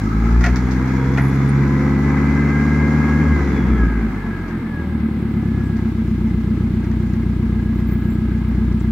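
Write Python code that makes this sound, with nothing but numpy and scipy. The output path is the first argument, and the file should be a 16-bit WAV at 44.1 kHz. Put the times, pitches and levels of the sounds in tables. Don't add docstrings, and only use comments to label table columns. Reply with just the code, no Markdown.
import sys
import numpy as np
from scipy import signal
from scipy.fft import rfft, irfft, next_fast_len
from scipy.io import wavfile

SR = 44100
rng = np.random.default_rng(int(sys.argv[2]) if len(sys.argv) > 2 else 0)


def invert_db(x):
    u = np.asarray(x, float) / 20
    return 10 ** u


def put_to_file(sound):
    columns = np.atleast_2d(sound).T
    safe = np.clip(columns, -1, 1)
    whole_steps = np.round(safe * 32767)
    wavfile.write(sys.argv[1], SR, whole_steps.astype(np.int16))


N = 392931

# time in seconds, firing rate in Hz, exhaust pulse level in dB.
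REVS = [(0, 51.8, -19), (.55, 62.12, -19), (1.17, 66.61, -18.5), (1.95, 70.95, -18), (2.3, 72.86, -17.5),
        (3.28, 75.53, -17.5), (3.4, 71.65, -19.5), (3.67, 63.95, -16), (3.82, 58.76, -20.5),
        (4.0, 54.75, -21), (4.2, 49.14, -27), (4.47, 44.53, -26), (4.81, 38.83, -23), (5.26, 35.13, -17),
        (5.5, 33.48, -16), (5.95, 31.01, -18.5), (6.2, 30.41, -17), (8.91, 30.37, -17)]
IDLE_HZ, FULL_HZ = 30, 75
# time in seconds, spread of burn strength in dB.
MISFIRE = [
    (0, .7),
    (3.3, .7),
    (3.4, 3),
    (4.0, 3),
    (4.15, 4.5),
    (4.65, 4.5),
    (4.9, 2.5),
    (5.4, 1),
    (8.91, .7),
]
# pulse in dB, lag in ms, kick into the pipe in dB.
CYLINDERS = [(7, -0.099, -12.5), (8.5, 0.16, -1), (7.5, -0.48, -29), (4.5, 0.18, -32)]
# pitch in Hz, width in Hz, level at idle in dB, level at full revs in dB.
PIPE = [(190, 35, -13, -4.5), (224.6, 12.5, 5, -2), (261, 29.8, -10.5, -0.5), (312.7, 28, -10.5, -5.5),
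        (348, 14.3, -9.5, -4.5), (420.4, 13, -26.5, -6), (514.6, 22, -51, -18)]
RING_IDLE_DB, RING_FULL_DB = -1.27, -3
RING_GAIN_DB = 0.93

BOOM_PHASE = [0.15, 0.1]
# firing rate in Hz, level in dB.
FIRST_ORDER = [(30, -61), (40, -36), (50, -28), (58.5, -8.5), (61.7, -12.5), (64.5, -20.5), (70.5, -24),
               (75.5, -22)]
# firing rate in Hz, level in dB.
SECOND_ORDER = [(30.4, -18.5), (34.5, -25), (39.5, -1), (42.5, -26), (53, -27.5), (63.5, -31.5),
                (66.5, -19), (75.5, -22)]
UNBURNT_LOSS_DB = 9.5
GULP_S, GULP_LENGTH_S, GULP_DB = 3.4, 0.11, 11.5

# multiple of firing rate, resonance in Hz, width in Hz, level in dB.
SINGING = [(2.999, 226.5, 44.3, -19.5), (3.251, 257, 50, -29.5), (3.5, 276.4, 30.2, -22),
           (3.749, 272.7, 24.8, -23), (4.001, 244, 45.8, -24.5)]
SINGING_LOSS_DB = 4

# multiple of firing rate, level in dB.
WHINE = [(21.9, 1), (28, -4.5), (29.2, -11), (35, -8.5), (36.5, -8.5), (42, -1), (43.8, -4.5), (51.1, -0.5),
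         (54.6, -6)]
# pitch in Hz, width in Hz, level in dB.
HOOD = [(1290, 160, -16), (1642, 75, -5), (3380, 200, -25)]
# multiple of firing rate, housing pitch in Hz, width in Hz, level in dB.
PUMP = (28, 2050, 178.5, -7)
# time in seconds, whine level in dB.
LOAD = [(0, -55), (.62, -31), (3.3, -28.5), (3.85, -23.5), (4.74, -29), (4.95, -44.5), (5.63, -34.5),
        (6.11, -59.5), (7.6, -47), (8.0, -40.5), (8.45, -39), (8.7, -50)]

FAN_ORDER = 7.3
# harmonic number, level over the clatter in dB.
FAN_TONES = [(1, -16), (2, -17), (3, -23), (4, -24)]

# frequency in Hz, density in dB per Hz.
CLATTER = [(280, 12.5), (450, 4), (590, -8.5), (805, 2), (1500, -1.5), (1640, 5), (1850, -8), (2070, 2.5),
           (2540, -13.5), (3200, -30), (4160, -47.5), (7040, -120)]
CLATTER_IDLE_DB, CLATTER_FULL_DB = -37.5, -24.5
# frequency in Hz, density in dB per Hz.
HISS = [(1410, -30), (2400, 0.5), (2860, -30), (3170, -10.5), (4640, -7), (5840, -8.5), (6790, -8.5),
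        (8610, -24), (12500, -24), (16000, -27)]
HISS_SHUT_DB, HISS_OPEN_DB = -61, -43
# time in seconds, share from 0 to 1.
INTAKE = [
    (0, 0.96),
    (3.47, 1),
    (4.0, .5),
    (5.05, 0.12),
    (5.6, 0.44),
    (8.91, 0.36),
]
# pitch in Hz, width in Hz, level in dB.
PANELS = [(905, 190, -11.5), (1290, 55, -0.5), (1645, 5.7, -7), (2020, 120, -11), (3970, 69, -20),
          (5730, 80, -16.5)]

# start in seconds, peak in dB, length in seconds, brightness in dB.
CLANKS = [(0.24, -33, 0.025, -3.5), (0.344, -42, 0.0086, 4), (0.408, -24.5, 0.041, 1.5),
          (0.439, -15.5, 0.032, -3.5), (0.462, -14, 0.0088, -3.5), (0.559, -25.5, 0.018, 8),
          (0.709, -35.5, 0.03, 14), (0.873, -40, 0.048, 9.5), (1.136, -33, 0.015, 7),
          (1.174, -12, .02, -10), (4.479, -41, .03, 6), (5.765, -36, .02, 2), (7.8, -36, .012, 0),
          (8.55, -36, .012, 0), (6.841, -33, 0.011, -0.5), (6.914, -33, 0.0065, 1.5),
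          (7.135, -34, 0.008, 2), (8.723, -41.5, 0.0068, 11), (8.805, -35, 0.0028, 5.5)]
# pitch in Hz, width in Hz, level in dB.
MAST = [(665, 130, 1.5), (1405, 64, 6.5), (1850, 168, 4), (2274, 330, -1), (4180, 2000, -15),
        (6280, 1500, -15), (13500, 2000, -33)]
# delay in ms, level in dB.
SHED_ECHOES = [(23, -2.5), (41, -14), (67, -24.5), (96, -32)]

# start in seconds, length in seconds, pitch in Hz, level in dB.
SQUEAKS = [
    (1.45, 0.048, 13500, -61),
    (1.483, 0.023, 9000, -47),
    (1.97, 0.045, 13400, -59.5),
    (2.115, .045, 13960, -70),
    (7.18, 0.012, 15800, -62.5),
    (7.74, 0.09, 13550, -59),
    (7.86, 0.12, 14700, -49.5),
    (8.02, 0.16, 14500, -55),
    (8.05, .14, 7500, -59),
]
# start in seconds, length in seconds, pitch in Hz, level in dB.
WHISTLES = [
    (1.15, 0.3, 15400, -71),
    (5.12, 0.11, 13950, -81),
]
# start
# in seconds, length in seconds, pitch in Hz, level in dB.
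RUSTLES = [(0, .3, 1290, -32), (.2, .25, 1290, -32), (7.85, .3, 14700, -59), (1.14, .25, 10300, -53.5),
           (1.15, .24, 11900, -54.5), (5.62, .09, 13500, -65), (5.62, .09, 7740, -60),
           (6.25, .015, 11760, -66), (7.02, 0.028, 13100, -62), (7.22, .012, 12800, -62.5),
           (8.48, 0.02, 13450, -55), (8.81, 0.043, 14800, -56.5), (8.791, 0.023, 7600, -50)]
SQUEAK_WIDTH, SQUEAK_RISE, WHISTLE_WIDTH, RUSTLE_WIDTH = .035, .055, 0.055, 0.14

# frequency in Hz, density in dB per Hz.
AIR = [(1470, -28.5), (2500, -5), (3660, -9), (4020, -10), (5650, -21), (6350, -37.5), (7420, -21.5),
       (14000, -23.5), (16000, -20.5)]
AIR_DB = -49.5
# frequency in Hz, left-right likeness from 0 to 1.
LIKENESS = [(60, 0.75), (250, 1), (500, 0.73), (1000, 0.64), (2000, 0.39), (4000, 0.021), (8000, 0.018),
            (14000, 0.02)]
LEFT_DB = .35


def rms_one(x):
    return x / np.sqrt(np.mean(x ** 2) + 1e-20)


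def in_time(rows):
    s, *columns = np.transpose(rows)
    return [np.interp(np.arange(N) / SR, s, c) for c in columns]


def at_hz(points, hz):
    table_hz, db = np.transpose(points)
    return np.interp(np.log(hz), np.log(table_hz), db)


def with_revs(idle, full, firing):
    return idle + (full - idle) * (firing - IDLE_HZ) / (FULL_HZ - IDLE_HZ)


def drift(rate):
    r = np.exp(-80 * np.pi * rate / SR)
    slow = signal.lfilter([1], [1, -2 * r, r * r], rng.standard_normal(N // 40 + 2002))[2000:]
    return np.interp(np.arange(N) / 40, np.arange(len(slow)), rms_one(slow))


def resonate(x, hz, width_hz):
    r = np.exp(-np.pi * width_hz / SR)
    poles = [1, -2 * r * np.cos(2 * np.pi * hz / SR), r * r]
    return signal.lfilter(np.array([1, 0, -1]) * (1 - r * r) / 2, poles, x + 1e-18)


def body(x, modes):
    return sum((-1) ** k * invert_db(db) * resonate(x, hz, width) for k, (hz, width, db) in enumerate(modes))


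def stereo_noise(spectrum, patchy_db):
    size = next_fast_len(N)
    hz = np.maximum(np.fft.rfftfreq(size, 1 / SR), 1)
    alike = np.clip(at_hz(LIKENESS, hz), 0, 1)
    coloured = rfft(rng.standard_normal((2, size))) * invert_db(at_hz(spectrum, hz))
    mid, side = coloured * np.sqrt([1 + alike, 1 - alike])
    left_right = np.array([mid + side, mid - side])
    together = drift(7.2)
    edges = np.geomspace(spectrum[0][0], spectrum[-1][0], 5)
    out = 0
    for low, high in zip(edges, edges[1:]):
        band = irfft(left_right * ((hz >= low) & (hz < high)), size)[:, :N]
        out = out + band * invert_db(patchy_db * (.8 * together + drift(14.0)))
    return rms_one(out)


def boom_levels(firing):
    gulp = np.exp(-((np.arange(N) / SR - GULP_S) / GULP_LENGTH_S) ** 2)
    uneven_db = in_time(MISFIRE)[0]
    first_db = at_hz(FIRST_ORDER, firing) + GULP_DB * gulp
    second_db = at_hz(SECOND_ORDER, firing) - UNBURNT_LOSS_DB * (uneven_db - uneven_db.min())
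    return first_db, second_db


def silencer_boom(turns, firing):
    boom = np.zeros(N)
    for k, db in enumerate(boom_levels(firing)):
        order = np.cos(2 * np.pi * (k + 1) * turns - BOOM_PHASE[k])
        boom += np.sqrt(2) * invert_db(db + 2.2 * drift(11.0)) * order
    return boom


def exhaust(turns, firing, pulse_db):
    at = np.flatnonzero(np.diff(np.floor(turns)))
    chance = rng.standard_normal((len(at), 3))
    misfire_db = in_time(MISFIRE)[0]
    revs = with_revs(0, 1, firing)
    cylinder_db, lag_ms, kick_db = np.array(CYLINDERS)[np.arange(len(at)) % 4].T
    lag = (lag_ms + .1 * misfire_db[at] * chance[:, 1]) * SR / 1000
    at_late = np.clip(at + lag.astype(int), 0, N - 1)

    slugs, kicks, ring = np.zeros((3, N))
    slugs[at_late] = invert_db(cylinder_db + misfire_db[at] * chance[:, 0]) / np.sqrt(firing[at])
    slugs = signal.sosfiltfilt(signal.butter(2, [66, 235], "band", fs=SR, output="sos"), slugs)
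    slugs = slugs + 0.67 * resonate(slugs, 97.6, 16)

    for k, (hz, width, idle_db, full_db) in enumerate(PIPE):
        uneven = np.roll(kick_db, k) * (1 - 0.4 * revs[at])
        kicks[at_late] = invert_db(uneven + misfire_db[at] * chance[:, 2]) / np.sqrt(firing[at])
        mode = resonate(resonate(kicks, hz, width), hz, 4 * width)
        ring += invert_db(with_revs(idle_db, full_db, firing)) * mode
    ring_db = with_revs(RING_IDLE_DB, RING_FULL_DB, firing) + RING_GAIN_DB * misfire_db

    rumble = rms_one(resonate(resonate(rng.standard_normal(N), 170, 85), 190, 99))
    blast = invert_db(-2.0) * rms_one(slugs) + invert_db(ring_db - 3.0) * rms_one(ring)
    return invert_db(pulse_db) * (blast + invert_db(-13 + 2.94 * misfire_db) * rumble)


def singing(turns, firing):
    even = np.sqrt(2) * invert_db(1.1 * drift(2.7) - SINGING_LOSS_DB * in_time(MISFIRE)[0])
    orders = np.zeros(N)
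    for k, hz, width, db in SINGING:
        closeness = 1 / (1 + (2 * (k * firing - hz) / width) ** 2)
        orders += invert_db(db) * closeness * np.cos(2 * np.pi * k * turns)
    return even * orders


def whine(turns, whine_db):
    turns = turns + .002 * drift(5.0)
    tones = sum(invert_db(db + 2.0 * drift(3.2)) * np.sin(2 * np.pi * k * turns) for k, db in WHINE)
    multiple, hz, width_hz, db = PUMP
    gear = np.sin(2 * np.pi * multiple * turns)
    pump = invert_db(db + 0.67 * drift(3.2)) * resonate(resonate(gear, hz, width_hz), hz, width_hz)
    hood = sum(invert_db(db) * resonate(resonate(tones, hz, width), hz, 1.6 * width) for hz, width, db in HOOD)
    return invert_db(whine_db) * (hood + pump) * 2


def fan(turns, clatter_db):
    turns = turns + .012 * drift(6.0)
    tones = np.zeros(N)
    for k, db in FAN_TONES:
        tones += invert_db(db + 4.0 * drift(5.0)) * np.sin(2 * np.pi * FAN_ORDER * k * turns)
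    return np.sqrt(2) * invert_db(clatter_db) * tones


def machinery(turns, clatter_db, hiss_db):
    throb = (1 + 0.17 * np.cos(2 * np.pi * turns)) * invert_db(0.46 * drift(18.0))
    clatter = stereo_noise(CLATTER, patchy_db=0.65)
    ringing = body(rng.standard_normal(N), PANELS[:4])
    rattle = rng.standard_normal(N) * invert_db(3 * drift(18.0) + hiss_db - hiss_db.max())
    hiss = stereo_noise(HISS, patchy_db=0.7) + 0.15 * rms_one(body(rattle, PANELS[4:]))
    return throb * (invert_db(clatter_db) * (clatter + 0.27 * rms_one(ringing)) + invert_db(hiss_db - 2.5) * hiss)


def clanks():
    t = np.arange(N) / SR
    grit = rms_one(rng.standard_normal((2, N)) ** 3)
    dull, bright = np.zeros((2, N))
    for s, db, length, bright_db in CLANKS:
        part = slice(int(s * SR), int((s + 6 * length) * SR))
        shape = invert_db(db) * np.exp(-(t[part] - s) / length)
        dull[part] += shape
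        bright[part] += shape * invert_db(bright_db)
    return 2.78 * (body(grit[0] * dull, MAST[:4]) + body(grit * bright, MAST[4:]))


def shed(x):
    dull, out = signal.lfilter([.3], [1, -.7], x), np.zeros((2, N))
    for k, (ms, db) in enumerate(SHED_ECHOES):
        lag = int(ms * SR / 1000)
        sides = invert_db([[-3.5], [3.5]])[::(-1) ** k]
        out[:, lag:] += invert_db(db) * dull[:-lag] * sides
    return out


def squeaks():
    out, flutter = np.zeros((2, N)), invert_db(3.5 * drift(60.0))
    kinds = [(SQUEAKS, SQUEAK_WIDTH, SQUEAK_RISE), (WHISTLES, WHISTLE_WIDTH, 0), (RUSTLES, RUSTLE_WIDTH, 0)]
    for table, width, rise in kinds:
        for s, length, hz, db in table:
            real, imaginary = rng.standard_normal((2, 2, 16000))
            i, n = int(s * SR), int(length * SR)
            r = np.exp(-np.pi * width * hz / SR)
            band = signal.lfilter([1], [1, -2 * r, r * r], real + 1j * imaginary)[:, 2000:2000 + n]
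            phase = 2 * np.pi * np.cumsum(hz * (1 + rise * np.linspace(-.5, .5, n))) / SR
            tone = rms_one((band * np.exp(1j * phase)).real)
            out[:, i:i + n] += invert_db(db) * np.sqrt(np.hanning(n)) * flutter[i:i + n] * tone
    return out


def scene():
    firing, pulse_db = in_time(REVS)
    intake, whine_db = in_time(INTAKE)[0], in_time(LOAD)[0]
    clatter_db = with_revs(CLATTER_IDLE_DB, CLATTER_FULL_DB, firing)
    hiss_db = HISS_SHUT_DB + (HISS_OPEN_DB - HISS_SHUT_DB) * intake
    turns = np.cumsum(firing) / SR
    direct = exhaust(turns, firing, pulse_db) + silencer_boom(turns, firing) + singing(turns, firing)
    direct = direct + whine(turns, whine_db) + fan(turns, clatter_db)
    mast = clanks()
    echoes = invert_db(-11.5) * shed(direct + mast[0])
    near = direct + echoes + mast + machinery(turns, clatter_db, hiss_db)
    air = invert_db(AIR_DB) * stereo_noise(AIR, patchy_db=.2)
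    return near * invert_db([[LEFT_DB], [-LEFT_DB]]) + squeaks() + air


def band_limit(x):
    return signal.sosfilt(signal.butter(12, 15800, fs=SR, output="sos"), x)


def record(dry):
    x = signal.sosfilt(signal.butter(2, 35, "high", fs=SR, output="sos"), dry)
    return band_limit(1.092 * np.tanh(x / 1.401))


dry = scene()
out = record(dry)
put_to_file(out)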